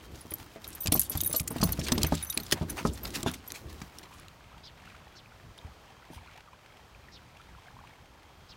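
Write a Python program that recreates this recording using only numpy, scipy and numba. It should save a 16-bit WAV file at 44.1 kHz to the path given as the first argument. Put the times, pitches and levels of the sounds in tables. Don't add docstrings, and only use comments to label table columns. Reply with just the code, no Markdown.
import sys
import numpy as np
from scipy import signal
from scipy.fft import rfft, irfft
from scipy.io import wavfile
from scipy.ndimage import uniform_filter1d
from numba import njit

SR = 44100
rng = np.random.default_rng(int(sys.argv[2]) if len(sys.argv) > 2 else 0)


def field_ratio(decibels):
    return 10 ** (np.asarray(decibels, dtype=float) / 20)


def master_out(mix):
    frames = np.transpose(np.atleast_2d(mix))
    ceiling = np.clip(frames, -1, 1)
    pcm = np.round(ceiling * 32767).astype(np.int16)
    wavfile.write(sys.argv[1], SR, pcm)


N = 377760
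T = np.arange(N) / SR
CAVITY_HZ = 81.4


def add(out, s, sound):
    i = int(s * SR)
    out[i:i + len(sound)] += sound[:N - i]


def fade(t, t60):
    return np.exp(-np.log(1000) * t / t60)


def unit(x):
    return x / np.sqrt(np.mean(x ** 2))


def colour(x, points):
    hz, db = np.transpose(points)
    f = np.arange(len(x) // 2 + 1) * SR / len(x) + 1
    gain = field_ratio(np.interp(np.log(f), np.log(hz), db))
    return unit(irfft(rfft(x) * gain, len(x)))


def walk(rate):
    k = int(SR / rate)
    held = np.repeat(rng.standard_normal(N // k + 1), k)
    return 1.3 * uniform_filter1d(uniform_filter1d(held, k), k)[:N]


def curve(table, index):
    rows = np.array(table)
    return field_ratio(np.interp(T, rows[:, 0], rows[:, index], right=-120))


def grains(spread_db, size):
    steps = np.minimum(rng.exponential(size=N // size + 1), 5)
    return rng.standard_normal(N) * field_ratio(spread_db * steps).repeat(size)[:N]


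@njit
def svf(x, hz, q):
    y, b, l = np.empty(len(x)), 0., 0.
    for i in range(len(x)):
        g = np.tan(np.pi * hz[i] / SR)
        v = (b + g * (x[i] - l)) / (1 + g * (g + 1 / q))
        b, l, y[i] = 2 * v - b, l + 2 * g * v, v / q
    return y


def shore(level_db=-52.5, treble_db=-3):
    # (frequency [Hz], relative level [dB per Hz])
    hush_spectrum = [(25, 1.5), (60, 5.5), (124, 1), (259, -6.5), (470, -5.5), (979, -5.5), (2040, -13.5),
                     (3230, -16.5), (4860, -19), (10400, -31), (14400, -29.5), (16500, -36)]
    drift_db = .7 * walk(3)
    hush = colour(rng.standard_normal(N), hush_spectrum)
    bass = signal.sosfilt(signal.butter(2, 300, fs=SR, output="sos"), hush)
    treble = field_ratio(treble_db) * (hush - bass)
    return field_ratio(level_db + drift_db) * (treble + bass * field_ratio(2.6 * walk(14)))


def insect(wing_hz=3180, octave_db=-11):
    # (time [s], wing tone level [dB])
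    flight = [(0, -71), (4.6, -79), (5.7, -77), (5.95, -70), (6.3, -79), (6.8, -74), (7.3, -81), (7.9, -77),
              (8.2, -72.5), (8.57, -76)]
    # (time [s], length [s], peak level [dB], start [Hz], end [Hz])
    peeps = [(4.98, .22, -65.5, 3430, 3250), (8.28, .26, -71.5, 3310, 3420)]
    phase = 2 * np.pi * np.cumsum(wing_hz * (1 + 0.000902 * walk(6))) / SR
    wing = np.sin(phase) + field_ratio(octave_db) * np.sin(2 * phase)
    out = curve(flight, index=1) * np.sqrt(2) * wing
    for s, length, db, start_hz, end_hz in peeps:
        u = np.arange(int(length * SR)) / int(length * SR)
        glide = np.cumsum(start_hz + (end_hz - start_hz) * u ** 2) / SR
        swell = np.sqrt(np.sin(np.pi * np.sqrt(u)))
        add(out, s, field_ratio(db) * np.sin(2 * np.pi * glide) * swell)
    return out * field_ratio(2.5 * walk(25))


def shuffle(flicker_db=5.0, scrape_db=-0.5, scrape_hz=1900, roam_octaves=0.97, stutter_db=5):
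    # (time [s], pad rustle level [dB], hull rumble level [dB])
    shuffling = [(0.0, -65, -54.5), (0.66, -57, -59), (1.18, -55, -51.5), (1.7, -52.5, -50.5),
                 (1.98, -45.5, -38), (2.25, -53, -49), (3.08, -53.5, -45), (3.55, -59, -54.5),
                 (4.4, -72, -71)]
    # (frequency [Hz], relative level [dB per Hz])
    rub_spectrum = [(300, -12), (800, 7.5), (2500, 0), (5000, -0.5), (9000, -6.5), (15500, -5.5)]
    rustle = colour(grains(3, size=90), rub_spectrum) * field_ratio(flicker_db * walk(30.06))
    spot_hz = np.clip(scrape_hz * 2 ** (roam_octaves * walk(28)), 0, SR / 4)
    scrape = svf(grains(2.8, size=40), spot_hz, 1.87) * field_ratio(stutter_db * walk(60))
    rustle = rustle + field_ratio(scrape_db) * unit(scrape)
    rumble = colour(rng.standard_normal(N), [(30, -11.0), (70, 4.0), (150, -9.5), (320, -6.5),
                                             (600, -19.5), (2000, -46.0)])
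    rumble = rumble * field_ratio(flicker_db * walk(18))
    return curve(shuffling, index=1) * rustle + curve(shuffling, index=2) * rumble


def ripples(rate=190, small_db=-59.5, spread_db=4.6, cycles=26, glide=5, fizz_db=-67):
    # (time [s], level [dB], starting frequency [Hz])
    plops_and_ticks = [(5.259, -38, 2400), (5.321, -43, 1388), (5.588, -28, 3600), (6.485, -40.5, 1150),
                       (6.531, -39, 950), (6.948, -36.5, 2390), (7.085, -37, 1850), (7.683, -36, 1600),
                       (7.766, -38.5, 960), (7.789, -38.5, 1070), (7.849, -42, 1095), (7.935, -43, 2150)]
    # (time [s], level on top of the faint bubbles and fizz [dB])
    lapping = [(0, -8), (4.5, 4.5), (5.4, -2), (6.2, 8), (6.6, 0.5), (7.1, 5), (7.75, 4), (8.1, 2),
               (8.57, -15)]
    out, t = np.zeros(N), T[:1500]
    cluster_db = 3.5
    busy_db = np.interp(T, *np.transpose(lapping)) + cluster_db * walk(9.6)
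    moment, strength, pitch = rng.random((int(rate * N / SR), 3)).T
    hz = 650 * 2 ** (2.7 * pitch)
    size_db = np.minimum(-spread_db * np.log(strength), 13)
    faint_db = small_db + size_db + busy_db[(moment * (N - 1)).astype(int)] - 2.2 * np.log2(hz / 1500) ** 2
    faint = np.c_[moment * T[-1], faint_db, hz]
    for s, db, hz in np.r_[plops_and_ticks, faint]:
        tone = np.sin(2 * np.pi * hz * (t + glide * t ** 2))
        add(out, s, field_ratio(db) * tone * fade(t, cycles / hz) * np.minimum(t / 0.0014, 1))
    fizz = colour(grains(3.3, size=220), [(900, -8), (2400, 0), (5000, -13), (15000, -28)])
    return out + field_ratio(fizz_db + busy_db) * fizz


def tags(scatter_db=9, drift=0.0026, rise_s=0.0011, flutter_db=7, crack_db=-11, crack_t60=0.035,
         bounce_db=-7, bounce_s=.014, weak_t60=0.9, split=.008):
    # (time [s], level [dB], lean of the second mode over the first [dB],
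    # edge: level of the other modes [dB], t60 of the two main modes until fur damps them [s])
    strikes = [(.2091, -42.5, 30, -13, 0.05), (.3068, -38.5, 3, -5, 0.071), (.3368, -24, -14, -40, 0.031),
               (.6769, -30.5, -23, -17, 0.017), (.6856, -30, -20, -12, 0.014),
               (.7493, -33.5, -13, -16, 0.047), (.8045, -35, -8, -1, 0.15), (.8329, -34.5, -17, -24, 0.11),
               (.9215, -11, 7.5, -2, 0.014), (.9396, -25.5, -6, 0, 0.11), (.9942, -7, -34.5, -28, 0.021),
               (1.0144, -21, -3, -22, 0.02), (1.0351, -40, 3, -5, 0.0495), (1.0964, -23, -16, -10, 0.039),
               (1.1165, -28.5, -12, -20, 0.057), (1.173, -26.5, -5, -15, 0.04),
               (1.2117, -19, -4.5, 4, 0.02), (1.2344, -29, -10, -5, .055), (1.2458, -34, 15, 8, 0.044),
               (1.2601, -28, -21, 2, 0.14), (1.2733, -23, 7, -8, 0.043), (1.2962, -36.5, 19, 3, 0.11),
               (1.3269, -19, 30, 0, 0.022), (1.3625, -15, -18.5, -12, 0.04), (1.3837, -26, -11, -24, 0.018),
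               (1.3998, -20, 10, -6, 0.023), (1.5033, -43, 1, 4.5, 0.1), (1.6369, -24, 0, 7, 0.033),
               (1.6536, -36, 19, 9, 0.052), (1.6867, -39, -4, -10, 0.066), (1.7211, -23, -4, 9.5, 0.025),
               (1.935, -39, -18.5, -27, 0.073), (2.066, -37.5, -3, 13, 0.056), (2.2252, -31.5, 9, 2, 0.04),
               (2.2467, -28, -19, -22, 0.012), (2.266, -53, -1, 10, 0.27), (2.3002, -26, -4, 3.5, 0.053),
               (2.336, -43, 14, -4, 0.13), (2.4016, -36, -17, -24, 0.031), (2.433, -45, 5, 22, 0.024),
               (2.6988, -22, 29, 1, 0.031), (3.0324, -35, -36, -38, 0.033), (3.0669, -47, -15, 0, 0.053),
               (3.4765, -31, -34.5, -16.5, 0.032), (3.9856, -48, 15, -13, .024)]
    main_hz = [11935, 10410, 15130]
    # (nominal frequency [Hz], level before random scatter [dB])
    weak_modes = [(6100, -7.5), (13860, -5.5), (14530, -15.5), (3770, -14)]
    low_hz, low_db = 8520, -2
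    turn_s, turn_db_per_s = 0.88, 14.5
    out, t = np.zeros(N), T[:SR // 7]
    chance = rng.standard_normal((len(strikes), 4, 8))
    weak_hz, weak_db = np.transpose(weak_modes)
    crack = colour(grains(2.16, size=50), [(3000, -1.5), (7000, 10.5), (11000, 21), (16000, 4.5)])
    flutter = np.array([walk(220) for _ in range(8)])
    for k, (s, strike_db, lean_db, edge_db, t60) in enumerate(strikes):
        detune, scatter, phase, uneven = chance[k]
        now = slice(int(s * SR), int(s * SR) + len(t))
        turned_db = turn_db_per_s * (s - turn_s)
        third_db = edge_db - max(turned_db, 0)
        main_db = strike_db + np.array([min(-lean_db, 0), min(lean_db, 0), third_db])
        rest_db = strike_db + edge_db + min(turned_db, 0)
        minor_db = np.r_[main_db[2] + low_db, rest_db + weak_db] - scatter_db * abs(scatter[3:])
        hz = np.r_[main_hz, low_hz, weak_hz] * (1 + drift * detune)
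        db = np.r_[main_db, minor_db]
        decay = max(t60, .01) * np.where(np.arange(len(hz)) < 2, 1, weak_t60)[:, None]
        turns = 2 * np.pi * np.outer(hz, t) + 3 * phase[:, None]
        partner = np.tanh(uneven[:, None]) * np.sin(turns * (1 - split * phase[::-1, None]))
        modes = (np.sin(turns) + partner) * fade(t, decay)
        swing_db = flutter_db * flutter[:, now] * np.minimum(t / 0.007, 1)
        ring = field_ratio(db) @ (modes * field_ratio(swing_db))
        until = strikes[k + 1][0] - s if k + 1 < len(strikes) else 1
        later = t - np.cumsum(bounce_s * (.5 + abs(uneven[:3])))[:, None]
        bounces = field_ratio(bounce_db * np.arange(1, 4)) @ ((later > 0) * fade(abs(later), crack_t60 / 2))
        hit = field_ratio(max(db) + crack_db) * crack[now] * (fade(t, crack_t60) + bounces)
        stopped = ring * fade(np.maximum(t - until, 0), 0.019)
        add(out, s, (stopped + hit) * np.minimum(t / rise_s, 1))
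    return out


def paws(width_octaves=0.92, scatter_db=3, bloom=0.23, slap_cycles=2.3, slap_db=7, knock_t60=0.073,
         cavity_db=5, deck_db=5):
    # (time [s], level [dB], centre frequency [Hz])
    thumps = [(.253, -41.5, 248), (0.318, -35, 286), (0.56, -38, 427), (.856, -28, 141),
              (.885, -26.5, 91.5), (.921, -22, 273), (.952, -24, 267), (.972, -32.5, 107.6),
              (1.106, -36.5, 256), (1.152, -26, 116), (1.228, -37.5, 248), (1.296, -34, 212),
              (1.341, -28, 487), (1.405, -29, 113), (1.507, -27.5, 238), (1.56, -28.5, 230),
              (1.605, -25, 141), (1.628, -14.5, 147), (1.689, -27, 106), (1.788, -26.5, 161),
              (1.92, -21, 210), (1.953, -34, 195), (1.978, -22.5, 234), (2.04, -23, 154), (2.122, -18, 186),
              (2.371, -31.5, 241), (2.404, -35, 149), (2.524, -23, 260), (2.612, -25, 146),
              (2.624, -27, 210), (2.812, -34, 330), (2.851, -17, 250), (3.165, -32, 272),
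              (3.233, -30.5, 296), (3.262, -20, 252), (3.659, -37.5, 70), (3.817, -37.5, 170),
              (4.567, -46.5, 73.2), (5.648, -38, 81), (6.103, -41, 207), (6.164, -41.5, 77.4)]
    # (nominal frequency [Hz], t60 [s])
    hull_modes = [(60.7, 0.516), (CAVITY_HZ, 0.33), (100, 0.2), (145, 0.17), (170, 0.19), (232, 0.168),
                  (280, 0.12), (335, 0.12), (430, 0.11), (560, 0.086), (825, 0.045), (630, 0.11),
                  (1200, 0.093)]
    knock_db, knock_db_per_octave, knock_per_db = -6.5, 3.5, .5
    out, t = np.zeros(N), T[:SR // 3]
    hz, t60 = np.transpose(hull_modes)[:, :, None]
    chance = rng.standard_normal((len(thumps), 3, len(hull_modes), 1))
    deck = colour(rng.standard_normal(N), [(250, -8.5), (600, -2), (1000, -0.5), (1600, -15), (5000, -37.0)])
    for (s, db, centre), (size, tune, phase) in zip(thumps, chance):
        mode_db = scatter_db * size + cavity_db * (hz == CAVITY_HZ) + deck_db * (hz > 560)
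        gain = field_ratio(mode_db) / (1 + (np.log2(hz / centre) / width_octaves) ** 2)
        modes = np.sin(2 * np.pi * hz * (1 + 0.044 * tune) * t + 1.55 * phase)
        ring = gain * modes * fade(t, t60) * (1 - np.exp(-t * hz / bloom))
        ring = ring.sum(axis=0) / np.sqrt(np.sum(gain ** 2))
        slap = field_ratio(slap_db) * np.sin(2 * np.pi * centre * t) * fade(t, slap_cycles / centre)
        beside_db = knock_db + knock_db_per_octave * np.log2(centre / 200) + knock_per_db * (db + 12.5)
        knock = field_ratio(beside_db) * deck[int(s * SR):][:len(t)] * fade(t, knock_t60)
        knock = knock * np.minimum(t / 0.00068, 1)
        add(out, s, field_ratio(db) * (ring + slap + knock))
    return out


def claws(width_octaves=1.0, grit_db=3.0, lumps_db=3, skid_ms=90, tail=1.04):
    # (time [s], level [dB], centre frequency [Hz], length scale [ms], 1 at least)
    touches = [(0.3169, -40.5, 2620, 6.1), (0.64, -40, 5100, 10.4), (.725, -45.5, 6000, 12),
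               (0.859, -29, 4800, 4), (0.8711, -21.5, 4940, 2.9), (0.876, -29, 3660, 4.8),
               (0.917, -24.5, 4900, 13.3), (0.94, -38.5, 6500, 27), (0.971, -35, 4840, 8),
               (0.991, -37, 9100, 5.2), (1.013, -32, 7780, 10.4), (1.035, -44, 8000, 28),
               (1.105, -42, 4060, 28), (1.171, -39, 3720, 14), (1.204, -26, 5870, 4),
               (1.233, -35, 8050, 4.7), (1.326, -36.5, 5400, 13.6), (1.344, -32.5, 4350, 9.4),
               (1.354, -33, 6960, 13), (1.3955, -27.5, 5770, 6.4), (1.474, -27, 8200, 7.5),
               (1.581, -39, 4600, 6.3), (1.611, -29, 4960, 8.5), (1.6293, -24.5, 4700, 9.5),
               (1.7265, -34, 5430, 7.5), (1.79, -35, 5770, 11), (1.812, -36.5, 2480, 5.6),
               (1.862, -33, 2700, 15.4), (1.882, -35, 1140, 13.7), (1.883, -26.5, 3760, 3.5),
               (1.918, -20, 4400, 7), (1.978, -26.5, 3670, 5.1), (2.015, -32, 4370, 7.2),
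               (2.0309, -16, 6040, 2.6), (2.044, -29.5, 1450, 6.8), (2.1222, -31, 1300, 2.1),
               (2.136, -37.5, 3550, 14), (2.149, -33, 5400, 6.8), (2.297, -33, 6200, 3.7),
               (2.3234, -37, 4360, 6.2), (2.374, -19, 5100, 3.4), (2.3983, -38, 4500, 5.8),
               (2.464, -39.5, 4780, 3.8), (2.5122, -24.5, 4300, 1.9), (2.5181, -18, 4270, 11.4),
               (2.54, -42.5, 950, 39), (2.695, -41, 5700, 3.7), (2.763, -34.5, 1420, 34),
               (2.8512, -40, 1280, 2.2), (2.972, -44.5, 3950, 9.2), (3.051, -31.5, 3600, 5.7),
               (3.075, -42, 4000, 5.3), (3.1045, -39, 5500, 2.2), (3.132, -32, 3340, 31.5),
               (3.229, -29, 4200, 3.6), (3.253, -32.5, 1900, 34.7), (3.313, -38, 9000, 3.2),
               (3.335, -37.5, 3770, 11.3), (3.476, -45, 11000, 3.2), (3.502, -37.5, 3760, 4),
               (3.52, -26.5, 7300, 0.96), (3.533, -42, 2700, 32.6), (3.814, -39.5, 1730, 8),
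               (3.985, -37, 6500, 2.3), (4.025, -48.5, 2920, 16), (4.197, -46.5, 7000, 2),
               (4.283, -40, 4000, 0.74), (5.577, -47, 3500, 4.5), (6.091, -55.5, 4400, 60)]
    out, t = np.zeros(N), T[:6000]
    chance = rng.standard_normal((len(touches), 3, len(t)))
    f = np.arange(len(t) // 2 + 1) * SR / len(t) + 1
    for (s, db, hz, ms), (noise, grit, spot) in zip(touches, chance):
        skid = min(ms / skid_ms, .6)
        lumps = field_ratio((1.5 - skid) * lumps_db * unit(uniform_filter1d(spot[:len(f)], size=70)))
        shape = lumps / (1 + (np.log2(f / hz) / (width_octaves + skid)) ** 2)
        shape = shape / np.hypot(1, f / (3.1 * hz))
        gritty = noise * field_ratio(grit_db * unit(uniform_filter1d(grit, size=30)))
        burst = irfft(rfft(gritty) * shape)
        u, rise = t * 1000 / max(ms, 1), 0.43 + skid
        swell = np.sin(np.pi / 2 * np.minimum(u / rise, 1)) ** 2
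        swell = swell * np.exp(-tail * (1 + 4 * skid) * np.maximum(u - rise, 0) ** 1.3)
        level = field_ratio(db) * np.linalg.norm(swell) / np.linalg.norm(burst * swell)
        add(out, s, level * burst * swell)
    return out


def sniffs(q=3.2, tail_db=7, spread=.08):
    # (time [s], level before the fades [dB], nominal start [Hz], nominal end [Hz], length [s])
    breaths = [(4.632, -49.5, 4700, 2300, 0.081), (5.152, -53.5, 5300, 1200, 0.074),
               (7.117, -52.5, 4970, 1900, 0.08), (8.486, -51.5, 4880, 1500, 0.064)]
    out = np.zeros(N)
    for s, db, start_hz, end_hz, length in breaths:
        u = np.arange(int(length * SR)) / int(length * SR)
        fall = (end_hz / start_hz) ** (u ** 2.6)
        hz = start_hz * fall * (1 - .15 * fade(u, 1))
        hiss = grains(1.1, size=60)[:len(u)]
        air = np.zeros(len(u))
        for side in (1 - spread, 1 + spread):
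            air += svf(svf(svf(hiss, hz * side, q), hz * side, q), hz * side, q)
        add(out, s, field_ratio(db) * unit(air) * np.sin(np.pi * u) ** 0.5 * field_ratio(-tail_db * u ** 2))
    return out


def scene():
    dogs = tags() + paws() + claws() + shuffle() + sniffs()
    lake = shore() + insect() + ripples()
    return (dogs + lake)[None]


def low_pass(x):
    return signal.sosfilt(signal.butter(12, 16990, fs=SR, output="sos"), x)


def record(dry):
    x = signal.sosfilt(signal.butter(2, 45, "high", fs=SR, output="sos"), dry)
    x = signal.sosfilt(signal.ellip(10, .5, 40, 15900, fs=SR, output="sos"), x)
    return low_pass(x)


dry = scene()
out = record(dry)
master_out(out)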